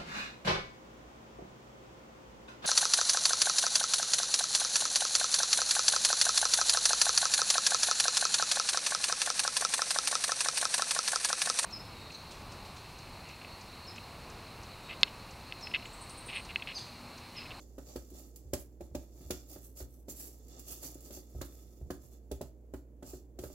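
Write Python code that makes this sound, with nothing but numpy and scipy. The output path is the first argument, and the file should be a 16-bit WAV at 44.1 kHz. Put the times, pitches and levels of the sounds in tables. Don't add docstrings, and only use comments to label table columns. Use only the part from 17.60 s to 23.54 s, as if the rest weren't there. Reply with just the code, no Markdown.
import sys
import numpy as np
from scipy import signal
from scipy.fft import rfft, irfft, next_fast_len
from scipy.io import wavfile
from scipy.ndimage import map_coordinates

SR = 44100
rng = np.random.default_rng(int(sys.argv[2]) if len(sys.argv) > 2 else 0)


def to_wav(sig):
    pcm = np.clip(np.atleast_2d(sig), -1, 1) * 32767
    pcm = np.round(pcm).astype(np.int16)
    wavfile.write(sys.argv[1], SR, pcm.T)


N = 261948
AGE_S = np.arange(SR // 3) / SR

# freq_hz, level_db
CRACK_SPECTRUM = [(800, -12), (1500, -14.5), (2500, -8), (3500, -6.5), (4600, -1.5), (5800, 0), (7400, 6.5),
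                  (8800, -3.5), (11300, 3), (14000, 1), (16000, 5)]
# start_s, knock_db, tap_db, click_db
WALL_HITS = [(0.181, -38, -54.5, -48.5), (0.358, -33.5, -47.5, -37.5), (0.517, -45.5, -88, -62),
             (0.932, -26.5, -43.5, -25), (1.206, -36.5, -64, -50.5), (1.348, -29.5, -56.5, -36.5),
             (1.606, -47, -69, -60), (1.704, -29.5, -41.5, -25.5), (1.959, -44, -57, -59.5),
             (2.203, -42, -53.5, -42), (2.481, -40, -66, -46.5), (3.105, -51.5, -65.5, -55),
             (3.229, -47.5, -59.5, -62), (3.353, -43.5, -73, -73), (3.504, -43.5, -61, -43.5),
             (3.571, -43, -71, -70), (3.812, -35.5, -43, -34.5), (4.303, -31, -44, -38),
             (4.712, -31.5, -60, -36), (4.81, -33, -55, -37.5), (5.137, -34.5, -50, -54),
             (5.425, -40.5, -56.5, -48.5), (5.533, -38, -61.5, -60), (5.787, -36.5, -54, -39.5),
             (5.836, -35.5, -50, -44), (5.901, -45, -66, -65)]


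def amp(db):
    return 10 ** (np.asarray(db) / 20)


def unit(x):
    return x / np.sqrt(np.mean(x ** 2) + 1e-20)


def blow(x):
    energy_ratio = np.mean(x ** 2) * x.shape[-1] / (SR * 0.01)
    return x / np.sqrt(energy_ratio + 1e-20)


def along(points, hz):
    f, v = np.transpose(points)
    return np.interp(np.log(hz + 1), np.log(f), v)


def wobble(rate_hz):
    knots = rng.standard_normal(int(N * rate_hz / SR) + 4)
    return map_coordinates(knots, [np.arange(N) * rate_hz / SR])


def filtered(x, response):
    n = x.shape[-1]
    m = next_fast_len(n + SR // 8)
    return irfft(rfft(x, m) * response(np.fft.rfftfreq(m, 1 / SR)), m)[..., :n]


def spread(pair):
    # freq_hz, likeness (0-1)
    likeness = [(60, 0.51), (250, 0.94), (550, 0.72), (1200, 0.097), (4000, 0.22), (12000, 0.054)]

    def mid_side_gains(hz):
        turn = np.arccos(np.clip(along(likeness, hz), 0, 1)) / 2
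        return np.array([np.cos(turn), np.sin(turn)])

    mid, side = filtered(pair, mid_side_gains)
    return np.array([mid + side, mid - side])


def coloured(pair, spectrum):
    return unit(spread(filtered(pair, lambda hz: amp(along(spectrum, hz)))))


def resonances(peaks, hz):
    total = 0
    for k, (centre_hz, width_hz, db) in enumerate(peaks):
        damping = 1j * hz * width_hz
        total = total + (-1) ** k * amp(db) * damping / (centre_hz ** 2 - hz ** 2 + damping)
    return total


def ripple(hz, depth_db, step_hz):
    knots = rng.standard_normal(400)
    return amp(depth_db * map_coordinates(knots, [hz / step_hz], order=1, mode="mirror"))


def burst(spectrum, attack_s, t60_s):
    noise = coloured(rng.standard_normal((2, len(AGE_S))), spectrum)
    return blow(noise * (1 - np.exp(-AGE_S / attack_s)) * amp(-60 * AGE_S / t60_s))


def ring(modes, attack_s, scatter_db, detune):
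    hz, db, t60_s = np.transpose(modes)[..., None]
    size, shift, sign = rng.standard_normal((3, len(modes), 1))
    waves = np.sign(sign) * np.sin(2 * np.pi * hz * (1 + detune * shift) * AGE_S)
    decay = amp(db + scatter_db * size - 60 * AGE_S / t60_s)
    return blow(np.sum(waves * decay, 0) * (1 - np.exp(-AGE_S / attack_s)))


def grains(rate_hz, scatter_db):
    chance, size, sign = rng.random(N), rng.standard_normal(N), rng.standard_normal((2, N))
    return (chance < rate_hz / SR) * amp(scatter_db * size) * sign


def add(track, start_s, sound):
    room = track[:, max(round(start_s * SR), 0):][:, :sound.shape[-1]]
    room += sound[..., :room.shape[1]]


def background():
    # freq_hz, level_db
    air_spectrum = [(20, -24), (32, -2), (50, 1), (85, -1), (160, -6.5), (280, -0.5), (500, -7),
                    (800, -20.5), (1200, -33.5), (2000, -37), (5000, -50.5), (7000, -41.5), (9000, -45.5),
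                    (16000, -38)]
    # freq_hz, relative_rms_db
    hum_partials = [(59.3, -54.5), (120, -70)]
    t = np.arange(N) / SR
    hum = np.zeros(N)
    for hz, db in hum_partials:
        phase = 2 * np.pi * hz * t + 0.073 * wobble(4.1)
        hum += amp(db) * np.sqrt(2) * np.sin(phase)
    return hum + amp(-61.0) * coloured(rng.standard_normal((2, N)), air_spectrum)


def kitchen(x):
    # freq_hz, t60_s
    room_decay = [(100, 0.32), (500, 0.25), (2000, 0.31), (7000, 0.2), (15000, 0.24)]
    hz, t, z = signal.stft(rng.standard_normal((2, SR // 2)), SR, nperseg=256)
    decay = amp(-60 * t / along(room_decay, hz)[:, None])
    tail = signal.istft(z * decay, SR, nperseg=256)[1]
    tail = spread(tail / np.linalg.norm(tail[0]))
    late = np.pad(x.mean(0), (SR // 150, 0))
    return signal.fftconvolve(late[None], tail, axes=1)[:, :N]


def thump(db):
    # freq_hz, level_db, t60_s
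    counter_modes = [(52.3, -15, 0.033), (65, 4.5, 0.17), (127, -6.5, 0.16)]
    return amp(db + 3.5) * ring(counter_modes, attack_s=0.005, scatter_db=1.5, detune=0.05)


def knock(db, tilt_db):
    # freq_hz, level_db, t60_s
    bowl_modes = [(190.5, -8, 0.069), (277.6, -4.5, 0.1), (325, -8, 0.038), (369.5, 0, 0.092),
                  (418.7, -5.5, 0.049), (506, -4, 0.082), (577, 2, 0.049), (628, -6.5, 0.052),
                  (718.5, -11, 0.062), (888, -21, 0.055)]
    # freq_hz, level_db
    thud_spectrum = [(80, -27), (190, 0), (370, -8.5), (600, -5), (800, -7.5), (1050, -21), (3000, -34.5)]
    note = ring(bowl_modes, attack_s=0.0011, scatter_db=3.5, detune=0.029)
    note = note + amp(-5.0) * burst(thud_spectrum, attack_s=0.0012, t60_s=0.071)
    tilt = lambda hz: amp(tilt_db * along([(380, 0.047), (520, 0.96)], hz))
    return amp(db - 4.0) * blow(filtered(note, tilt))


def tap(db):
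    # freq_hz, level_db
    contact_spectrum = [(500, -17), (900, 3.5), (1500, 7.5), (2100, -5), (2800, -8), (4500, -20),
                        (9000, -9.5)]
    spot = lambda hz: ripple(hz, depth_db=2.5, step_hz=125)
    return amp(db - 4.5) * filtered(burst(contact_spectrum, attack_s=0.0005, t60_s=0.1), spot)


def click(db, top_db, chatter_db):
    # freq_hz, level_db, t60_s
    loop_modes = [(2479, -23, 0.18), (3480, 3.5, 0.08), (4650, 0.5, 0.033), (5030, -26, 0.033),
                  (6520, -9, 0.04), (7070, -14, 0.049), (7080, 10, 0.062), (7540, 6, 0.07),
                  (10300, -10, .05), (11036, 25.5, 0.12), (11700, -6, .05), (13400, -9, 0.032)]
    bite = amp(-8.5) * burst(CRACK_SPECTRUM, attack_s=0.00018, t60_s=0.029)
    crack = amp(-8.0) * burst(CRACK_SPECTRUM, attack_s=0.0015, t60_s=0.066)
    loops = np.array([ring(loop_modes, attack_s=0.0005, scatter_db=5, detune=0.0075) for _ in range(2)])
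    chatter = amp(chatter_db) * burst(CRACK_SPECTRUM, attack_s=0.021, t60_s=0.18)

    def colour(hz):
        tilt_db = top_db * along([(4000, -0.69), (7500, 0.64), (10500, 0.83)], hz)
        return amp(tilt_db) * ripple(hz, depth_db=2.0, step_hz=379)

    return amp(db) * filtered(bite + crack + amp(-17.5) * spread(loops) + chatter, colour)


def contacts():
    # start_s, relative_level_db
    clinks = [(0.284, -60), (0.503, -53), (0.76, -45), (2.171, -48), (2.882, -54.5), (2.994, -42),
              (3.231, -40.5), (3.344, -48), (3.406, -49)]
    # start_s, relative_thump_db
    rocks = [(0.85, -46), (1.312, -45.5), (1.649, -46.5), (2.21, -40.5), (3.749, -37.5), (3.786, -41.5),
             (4.212, -40), (4.259, -45.5), (4.436, -52), (4.713, -38)]
    track = np.zeros((2, N))
    for s, knock_db, tap_db, click_db in WALL_HITS:
        tilt_db = -3 + 0.52 * min(tap_db + 56, 0)
        add(track, s, knock(knock_db, tilt_db) + tap(tap_db) + thump(knock_db - 12))
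        add(track, s + 0.003, click(click_db, top_db=-6.5, chatter_db=-16.5))
    for s, db in clinks:
        add(track, s, click(db, top_db=1, chatter_db=-12.5))
    for s, db in rocks:
        add(track, s, thump(db) + knock(db - 9, tilt_db=-5))
    return track


def powder_hiss(pressure):
    # freq_hz, level_db_per_hz
    flour_spectrum = [(300, -28), (1200, -20), (2500, -20), (4000, -21), (6000, -8.5), (7600, -6.5),
                      (8700, -9), (10500, -5.5), (12300, -3), (14000, -4), (16000, -7)]
    powder = grains(rate_hz=5000, scatter_db=3)
    return coloured(powder, flour_spectrum) * amp(1.5 + 1.46 * pressure)


def ticks(rate_hz):
    snap = burst(CRACK_SPECTRUM, attack_s=0.00023, t60_s=0.015)
    return unit(signal.fftconvolve(grains(rate_hz, scatter_db=6.5)[:1], snap, axes=1)[:, :N])


def steel_scrape(pressure):
    # freq_hz, width_hz, level_db
    steel_peaks = [(4517, 68, 2.5), (5410, 1760, -3.5), (6070, 173, 4), (6310, 370, -2.5),
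                   (7220, 170, -3.5), (7476, 270, -11.5), (7413, 350, 3.5)]
    slips = grains(rate_hz=3000, scatter_db=2.0)
    scrape = unit(spread(filtered(slips, lambda hz: resonances(steel_peaks, hz))))
    return scrape * amp(0.46 + 0.38 * pressure) + amp(-11.5) * ticks(rate_hz=37)


def bowl_grit(pressure):
    # freq_hz, width_hz, level_db
    wall_peaks = [(1115, 100, -1.5), (1294, 47, 4.5), (1500, 140, -7.5), (1960, 540, -9), (2825, 134, -4),
                  (3485, 99, 2.5), (4320, 250, -0.5)]
    # freq_hz, level_db
    rub_spectrum = [(60, -38), (130, 1), (200, -3), (310, 5), (450, -3), (620, -2.5), (900, -12),
                    (1400, -35), (3000, -42), (8000, -47)]
    slips = grains(rate_hz=1500, scatter_db=-2)
    grit = unit(spread(filtered(slips, lambda hz: resonances(wall_peaks, hz))))
    rub = coloured(grains(rate_hz=2500, scatter_db=4.0), rub_spectrum)
    rub_db = 5.5 + 1.3 * pressure + 1.5 * wobble(25.4)
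    return grit * amp(-3.0 + 1.0 * pressure) + rub * amp(rub_db)


def stirring():
    # peak_s, relative_hiss_db, length_s, scrape_offset_db
    swishes = [(0.01, -72, 0.034, 8), (0.307, -68, 0.065, 6), (0.586, -62, 0.062, -4),
               (1.004, -58, 0.033, -22), (1.434, -78, 0.049, 0), (1.634, -68.5, 0.17, -4),
               (1.762, -67.5, 0.067, 3), (1.926, -56, 0.058, -8), (2.056, -59, 0.049, -24),
               (2.191, -51.5, 0.04, -6.5), (2.345, -68, 0.072, -37), (2.506, -46.5, 0.026, -7),
               (2.613, -49, 0.082, -8), (2.948, -75.5, 0.089, 11), (3.112, -48.5, 0.063, -6.5),
               (3.256, -48, .042, -3), (3.463, -60, .035, -5), (3.552, -53.5, 0.038, -4.5),
               (3.894, -68.5, 0.25, -4.5), (4.443, -66.5, 0.047, -6.5), (4.535, -69, 0.038, -4.5),
               (5.497, -55, 0.063, -2.5), (5.847, -59.5, 0.06, -8)]
    # time_s, relative_level_db
    drag_curve = [(0.0, -70.5), (0.48, -63), (1.19, -77), (1.85, -68), (2.45, -83.5), (2.58, -69),
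                  (3.32, -59), (3.67, -67.5), (3.95, -69), (5.19, -85), (5.84, -82), (5.94, -59)]
    rise_share, fall_share = 0.67, 1.047
    usual_hiss_db, grit_offset_db, grit_growth = -61, -8, 0.47
    pressure = wobble(70)
    hiss, scrape, grit = powder_hiss(pressure), steel_scrape(pressure), bowl_grit(pressure)
    now_s = np.arange(N) / SR
    drag = amp(np.interp(now_s, *np.transpose(drag_curve)) - 6.5)
    track = drag * (hiss + amp(-1) * scrape + amp(-6) * grit)
    skids = [(s + 0.032, knock_db - 37, 0.04, -1.5) for s, knock_db, _, _ in WALL_HITS]
    for s, db, length_s, steel_db in swishes + skids:
        part = slice(max(round(s * SR) - SR // 4, 0), round(s * SR) + SR // 3)
        t = (now_s[part] - s) / length_s
        rise = np.abs(t / rise_share) ** 2.6
        fall = np.abs(t / fall_share) ** 1.53
        swell = amp(-10 * np.where(t < 0, rise, fall))
        grit_db = usual_hiss_db + grit_offset_db + grit_growth * (db + steel_db - usual_hiss_db)
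        stroke = amp(db) * hiss[:, part] + amp(db + steel_db) * scrape[:, part]
        stroke = stroke + amp(grit_db) * grit[:, part]
        track[:, part] += filtered(swell * stroke, lambda hz: ripple(hz, depth_db=2.5, step_hz=257.7))
    return track


def scene():
    # freq_hz, extra_left_re_right_db
    lean = [(250, 2.5), (500, 1), (1500, 1.2), (3000, 2), (5000, 2), (7500, -3), (10000, 1)]
    lag_s, left_re_right_db = 3 / SR, -3.03
    sides = np.array([[0.5], [-0.5]])
    whisk = stirring() + contacts()
    direct = filtered(whisk, lambda hz: np.exp(-2j * np.pi * hz * lag_s * sides))
    sound = filtered(direct + amp(-8.5) * kitchen(whisk), lambda hz: amp(along(lean, hz) * sides))
    return (sound + background()) * amp(left_re_right_db * sides)


def record(dry):
    low_cut = signal.butter(3, 36, "highpass", fs=SR, output="sos")
    return filtered(signal.sosfilt(low_cut, dry), lambda hz: hz < 15850)


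dry = scene()
out = record(dry)
to_wav(out)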